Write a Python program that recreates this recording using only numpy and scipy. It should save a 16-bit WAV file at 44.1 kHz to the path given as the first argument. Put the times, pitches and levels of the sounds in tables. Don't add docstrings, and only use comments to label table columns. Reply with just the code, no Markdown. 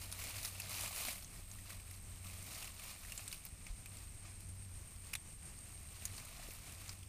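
import sys
import numpy as np
from scipy import signal
from scipy.fft import rfft, irfft
from scipy.io import wavfile
from scipy.ndimage import uniform_filter1d

SR = 44100
rng = np.random.default_rng(int(sys.argv[2]) if len(sys.argv) > 2 else 0)


def convert_level_to_amplitude(level_db):
    exponent = np.asarray(level_db, float) / 20
    return 10 ** exponent


def dump(signal):
    limited = np.clip(np.atleast_2d(signal).T, -1, 1)
    pcm = np.round(limited * 32767).astype(np.int16)
    wavfile.write(sys.argv[1], SR, pcm)


N = 312228
TIME_S = np.arange(N) / SR


def evened(x):
    return x / np.sqrt(np.mean(x ** 2) + 1e-20)


def curve(rows):
    return np.interp(TIME_S, [r[0] for r in rows], [r[1] for r in rows])


def colour(x, points):
    point_hz, point_db = np.transpose(points)
    hz = np.fft.rfftfreq(len(x), 1 / SR)
    gain_db = np.interp(np.log(hz + 1), np.log(point_hz + 1), point_db)
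    return irfft(rfft(x) * convert_level_to_amplitude(gain_db), len(x))


def band(x, lo_hz, hi_hz):
    edges_hz = [lo_hz, min(hi_hz, .49 * SR)]
    return signal.sosfilt(signal.butter(2, edges_hz, "bandpass", fs=SR, output="sos"), x)


def ring(x, hz, width_hz):
    turn = np.exp(2j * np.pi * np.cumsum(hz * np.ones(len(x))) / SR)
    decay = np.exp(-np.pi * width_hz / SR)
    return 2 * (turn * signal.lfilter([1 - decay], [1, -decay], x / turn)).real


def drift(seconds):
    size = max(int(seconds * SR), 2)
    once = uniform_filter1d(rng.standard_normal(N), size)
    return evened(uniform_filter1d(once, size))


def add(mix, start_s, sound):
    part = mix[round(start_s * SR):][:len(sound)]
    part += sound[:len(part)]


def pushes():
    # start in seconds, hold in seconds, effort in dB, brightness in dB.
    push_rows = [(0, 0.035, -52.5, 0.5), (0.186, 0.19, -49.5, -1), (0.451, 0.0092, -47.5, 3),
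                 (0.59, 0.052, -53, -3), (0.735, .14, -45, -1.5), (0.968, .14, -45.5, 0.5),
                 (1.134, 0.02, -60, 0), (1.36, .01, -60.5, 0), (1.528, 0.072, -61.5, 3),
                 (1.708, 0.012, -54, -1.5), (1.903, 0.05, -61.5, 1), (2.267, 0.2, -56.5, 0),
                 (2.54, 0.11, -50.5, -1.5), (2.834, 0.076, -52, -2), (3.02, .12, -57, 0),
                 (3.19, .01, -54, -0.5), (3.324, 0.0087, -53.5, -0.5), (3.455, 0.0084, -63, -3),
                 (3.693, .01, -60, -7), (3.945, .1, -62, -2), (4.253, .03, -61.5, -14),
                 (2.1, 0.055, -65.5, -2), (4.91, 0.0091, -64.5, 0), (5.08, .01, -60, -2),
                 (5.585, 0.36, -65, -2), (5.96, 0.18, -58, -2.5), (6.174, 0.27, -56.5, -3.5),
                 (6.515, 0.0086, -55, 1), (6.62, 0.25, -58.5, -2.5), (6.895, 0.017, -58, -2)]
    rise_db_per_s, fall_db_per_s = 123, 128
    still_db, still_bright_db = -67, -1
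    power = convert_level_to_amplitude(2 * still_db) * np.ones(N)
    tilt = convert_level_to_amplitude(2 * still_db) * still_bright_db
    for start_s, hold_s, effort_db, bright_db in push_rows:
        rise_db = rise_db_per_s * np.maximum(start_s - TIME_S, 0)
        fall_db = fall_db_per_s * np.maximum(TIME_S - start_s - hold_s, 0)
        one = convert_level_to_amplitude(2 * (effort_db - rise_db - fall_db))
        power = power + one
        tilt = tilt + one * bright_db
    return 10 * np.log10(power), tilt / power


def scrapes(per_s, spread_db, t60_s):
    hits = rng.random(N) < per_s / SR
    size = convert_level_to_amplitude(spread_db * np.minimum(rng.exponential(1, N), 4)) * hits
    power = signal.lfilter([1], [1, -convert_level_to_amplitude(-120 / (t60_s * SR))], size ** 2)
    return evened(np.sqrt(power) * rng.standard_normal(N))


def leaves():
    # frequency in Hz, level in dB per Hz.
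    comb_colour = [(150, -38), (250, -8), (386, -15), (640, -5), (906, -10), (1160, -5), (1550, -11),
                   (2360, -1), (3280, -7), (4050, -4), (5730, -7), (7570, -6), (8850, -3), (14900, -9),
                   (16000, -16)]
    broad = scrapes(per_s=1500, spread_db=3.0, t60_s=0.051)
    small = np.zeros(N)
    for hz in np.geomspace(700, 13000, num=7):
        grains = scrapes(per_s=170, spread_db=3.5, t60_s=.018)
        small += np.sqrt(hz) * evened(band(grains, hz / 1.25, hz * 1.25))
    both = colour(broad + 0.53 * evened(small), comb_colour)

    dull = evened(colour(both, [(150, -40), (240, 0), (1550, 0), (1950, -30)]))
    middle = evened(colour(both, [(1400, -30), (1750, 0), (7600, 0), (8600, -30)]))
    bright = evened(colour(both, [(7200, -30), (8100, 0), (20000, 0)]))
    effort_db, tilt_db = pushes()
    dull_db = -66 + 0.89 * (effort_db + 55) - 0.19 * tilt_db
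    return dull * convert_level_to_amplitude(dull_db) + middle * convert_level_to_amplitude(effort_db - 3.5) + bright * convert_level_to_amplitude(effort_db + tilt_db - 2.5)


def insect(per_s, jitter, hz, width_hz, rough):
    rate_hz = per_s * (1 + jitter * drift(.01))
    clicks = np.diff(np.floor(np.cumsum(rate_hz) / SR), prepend=0)
    clicks = clicks * convert_level_to_amplitude(1.9 * rng.standard_normal(N))
    drive = (1 - rough) * evened(clicks) + rough * rng.standard_normal(N)
    wandering = ring(drive, hz * (1 + .004 * drift(.05)), width_hz)
    return evened(ring(wandering, hz, 1.4 * width_hz))


def insects():
    # time in seconds, level in dB.
    steady_level = [(0, -69), (1.5, -63.5), (2.29, -62.5), (2.33, -69), (4.5, -67), (6.25, -68),
                    (6.38, -64.5), (7.08, -64.5)]
    throbbing_level = [(2.26, -82), (2.33, -64), (3, -66), (4, -63.5), (5, -63), (5.8, -61.5), (6.28, -63),
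                       (6.36, -92)]
    throb_start_s, throbs_per_s, slowing_per_s2 = 2.33, 7.37, .052
    since_s = TIME_S - throb_start_s
    phase = (throbs_per_s - slowing_per_s2 * since_s) * since_s % 1
    throb = uniform_filter1d(np.clip(phase / 0.37, 0, 1) * (phase < .9), size=300)
    steady = insect(82, .008, hz=8450, width_hz=380, rough=.56)
    throbbing = (0.5 + throb) * insect(117, .02, hz=8660, width_hz=350, rough=0.7)
    return convert_level_to_amplitude(curve(steady_level)) * steady + convert_level_to_amplitude(curve(throbbing_level)) * throbbing


def motor():
    # time in seconds, level in dB.
    hum_level = [(0, -57), (.83, -54), (.97, -62.5), (1.4, -64.5), (1.5, -59), (2.42, -54.5), (2.52, -68.5),
                 (2.92, -65), (4.38, -58.5), (4.51, -51.5), (4.84, -56.5), (4.9, -73), (5.0, -55),
                 (5.64, -68.5), (6.11, -53.5), (6.23, -70), (6.45, -72), (6.74, -56)]
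    shaft_hz = 93.3 * (1 + 0.0284 * drift(0.039))
    turn = 2 * np.pi * np.cumsum(shaft_hz) / SR
    octave_db = -68.5 - 1.5 * TIME_S + 2.6 * drift(0.027) + 1.9 * drift(0.27)
    tone = convert_level_to_amplitude(curve(hum_level)) * np.sin(turn) + convert_level_to_amplitude(octave_db) * np.sin(2 * turn)
    neighbour = evened(ring(rng.standard_normal(N), 163.0, 5.3))
    return np.sqrt(2) * tone + convert_level_to_amplitude(-77.5) * neighbour


def air():
    # frequency in Hz, level in dB per Hz.
    wash_colour = [(3.5, -35), (6.0, -12.5), (87, -3), (113, -3.5), (143, -9.5), (484, -23.5), (673, -24.5),
                   (1440, -27.5), (2520, -23.5), (3510, -32), (7490, -25.5), (8550, -19.5), (9440, -23),
                   (14500, -38.5), (16000, -38)]
    # time in seconds, level in dB.
    rumble_level = [(0.0, -57.5), (2.13, -56.5), (3.19, -57.5), (3.75, -55), (3.84, -59.5), (4.12, -52),
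                    (4.26, -60), (4.43, -53), (4.65, -58), (4.81, -52.5), (5.05, -56), (5.99, -56.5),
                    (7.08, -56.5)]
    wash_db = -54.5 - 4.5 + 2.0 * drift(0.072)
    wash = convert_level_to_amplitude(wash_db) * evened(colour(rng.standard_normal(N), wash_colour))
    rumble_db = curve(rumble_level) - 1 + 0.5 * drift(0.066)
    rumble = convert_level_to_amplitude(rumble_db) * evened(band(rng.standard_normal(N), 14.3, 71.0))
    return wash + rumble


def crack(peak_db, hz, body_db, air_db, shape):
    fibres = shape * rng.choice([-1., 1.], len(shape)) * rng.uniform(0.16, 1.9, len(shape))
    body = .3 * band(fibres, 800, 3600) + ring(fibres, 2500, 600)
    own = evened(ring(ring(fibres, hz, 0.2 * hz), hz, 0.2 * hz))
    own += 0.76 * min(1, (10000 / hz) ** 4) * evened(band(fibres, 3080, 7400))
    edge = .5 * evened(band(fibres, 11500, 17000)) - evened(band(fibres, 8000, 11500))
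    sound = convert_level_to_amplitude(body_db + 10.5) * evened(body) + own + convert_level_to_amplitude(air_db + 11) * edge
    return convert_level_to_amplitude(peak_db) * sound / abs(sound).max()


def stems():
    # start in seconds, peak in dB, ring in Hz, body under 3.5 kHz in dB, air over 8
    # kHz in dB.
    breaks = [(0.239, -31, 2230, -22, -11), (0.3662, -34, 4600, -9, -10), (.6, -26, 2630, -11.5, -7.5),
              (.962, -30, 9250, -16, -9), (.6947, -37, 2520, -23, -3), (.7298, -36, 4330, -8, -13),
              (.8598, -33, 4080, -5, -7), (1.051, -31, 4510, -6, -17), (1.0844, -27, 2310, -8, -12),
              (1.704, -34.5, 4350, 0, -5), (1.9111, -38, 2290, -11, -1), (2.644, -34.5, 6650, -7, -9),
              (2.796, -37.5, 4400, 7, 4), (3.1207, -29.5, 2700, -12, -11), (3.1768, -30, 7000, -24, -18),
              (3.2784, -29.5, 7900, -18, -17), (3.327, -28.5, 4530, -4.5, -8),
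              (3.859, -34.5, 2496, -4, -3.5), (5.1525, -25, 3500, -4, -7.5),
              (6.0533, -24.5, 6430, -18, -9.5), (3.1937, -39.5, 2410, 2, -13), (6.2515, -41, 2350, -18, -4),
              (6.398, -47, 2580, 8, -11), (6.8928, -32, 5040, -14, -21)]
    # start in seconds, peak in dB, ring in Hz.
    ticks = [(.0374, -43, 2680), (.191, -44, 2350), (.216, -36.5, 2350), (.2754, -41.5, 2520),
             (.3431, -41, 2400), (.3867, -41, 2500), (.552, -40.5, 2600), (.7934, -37, 2480),
             (1.5863, -45.5, 1960), (1.6726, -45, 2370), (1.7985, -45.5, 2350), (1.8771, -49, 2570),
             (2.245, -45, 2730), (2.2987, -43, 2450), (2.4744, -45, 2040), (2.5524, -42, 2320),
             (2.6258, -38, 2520), (2.6753, -39.5, 2630), (3.034, -43.5, 2448), (3.0494, -37.5, 1940),
             (2.836, -47, 2410), (3.22, -48, 2370), (3.268, -46, 2360), (3.6157, -48, 2430),
             (3.6667, -37.5, 2300), (4.2574, -51, 2138), (5.4246, -49.5, 2700), (6.1994, -43, 2260),
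             (6.6949, -44.5, 2660), (7.0294, -48, 2690)]
    clicks = [(.0213, -42, 6700), (.285, -39, 4500), (.619, -32.5, 4600), (1.2456, -37, 6240),
              (1.514, -37.5, 6560), (1.95, -46, 4500), (2.118, -51, 4000), (2.16, -47, 3000),
              (2.2692, -43, 4040), (2.881, -47, 6810), (3.3149, -38, 3870), (3.97, -37.5, 7600),
              (4.0414, -50, 6620), (5.0694, -45, 4410), (5.3273, -45, 7110), (5.5754, -49, 5390),
              (5.589, -42.5, 6620), (5.7207, -46, 6710), (6.8084, -45, 4450), (6.8803, -41, 6540)]
    crackles = [(.1161, -33.5, 10600), (.1251, -29, 8700), (.2474, -36, 10200), (.4304, -32, 9260),
                (.4489, -25, 9370), (.4554, -32, 9480), (.4804, -37, 10200), (.5274, -45, 10300),
                (.7704, -36, 9870), (.8104, -31, 10800), (.8214, -33, 11000), (.8894, -40, 9170),
                (1.0234, -42, 9700), (1.1604, -39.5, 13530), (1.2251, -39, 9090), (3.4516, -33, 13600),
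                (4.4054, -39.5, 11000), (4.49, -43, 11100), (4.9606, -43.5, 10450), (6.5064, -43, 9480),
                (6.7231, -40, 9040), (6.9184, -45, 9260)]
    # start in seconds, peak in dB, ring in Hz, body in dB, length in seconds.
    tears = [
        (5.1328, -32, 11100, -11, 0.01),
        (5.1365, -33, 2600, -8, .005),
        (1, -45, 2400, -12, 0.0097),
        (6.178, -40, 4300, -11, .008),
        (3.463, -45, 9500, -15, 0.0085),
        (7.028, -49, 3300, -12, 0.0088),
    ]
    snaps = [(*row, .027) for row in breaks]
    # body dB, air dB, t60 s
    snaps += [(*row, -8, -15, .03) for row in ticks]
    snaps += [(*row, -19, -18, .018) for row in clicks]
    snaps += [(*row, -20, -14, .022) for row in crackles]

    out, t = np.zeros(N), np.arange(2200) / SR
    onset = 1 - np.exp(-t / .0002)
    scatter = convert_level_to_amplitude(-19 - 60 * t / .12)
    hard_break = 1.1 * np.exp(-t / .0007)
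    for start_s, peak_db, hz, body_db, air_db, t60_s in snaps:
        decay = convert_level_to_amplitude(-60 * (t / t60_s) ** 1.2)
        shape = onset * (hard_break + decay + scatter)
        add(out, start_s - .0003, crack(peak_db - 2.5, hz, body_db, air_db, shape))
    for start_s, peak_db, hz, body_db, length_s in tears:
        shape = onset * (np.exp(-(t / length_s) ** 6) + scatter)
        add(out, start_s, crack(peak_db, hz, body_db, -14, shape))
    return out


def thuds():
    # start in seconds, peak in dB, frequency in Hz, t60 in seconds.
    thud_rows = [
        (1.072, -50, 240, 0.11),
        (1.42, -41, 34.57, 0.15),
        (3.525, -33, 60, 0.071),
        (3.697, -29.5, 36, 0.14),
        (6.487, -29, 380, 0.007),
        (6.396, -45.5, 700, 0.026),
        (1.083, -42, 670, 0.027),
        (0.91, -49, 780, 0.038),
        (4.25, -54, 1200, .04),
    ]
    out, t = np.zeros(N), np.arange(8000) / SR
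    for start_s, peak_db, hz, t60_s in thud_rows:
        soft_start = 1 - np.exp(-t * hz * 1.37)
        add(out, start_s, convert_level_to_amplitude(peak_db + 1 - 60 * t / t60_s) * soft_start * np.sin(2 * np.pi * hz * t))
    return out


def scene():
    return (leaves() + insects() + motor() + air() + stems() + thuds())[None]


def roll_off(x):
    return signal.sosfilt(signal.butter(12, 16640, fs=SR, output="sos"), x)


def record(dry):
    edge = [(10, 0), (15480, 0), (15620, -46), (16600, -46), (16700, -90)]  # (Hz, dB)
    mix = colour(dry[0], edge)[None]
    return roll_off(mix)


dry = scene()
out = record(dry)
dump(out)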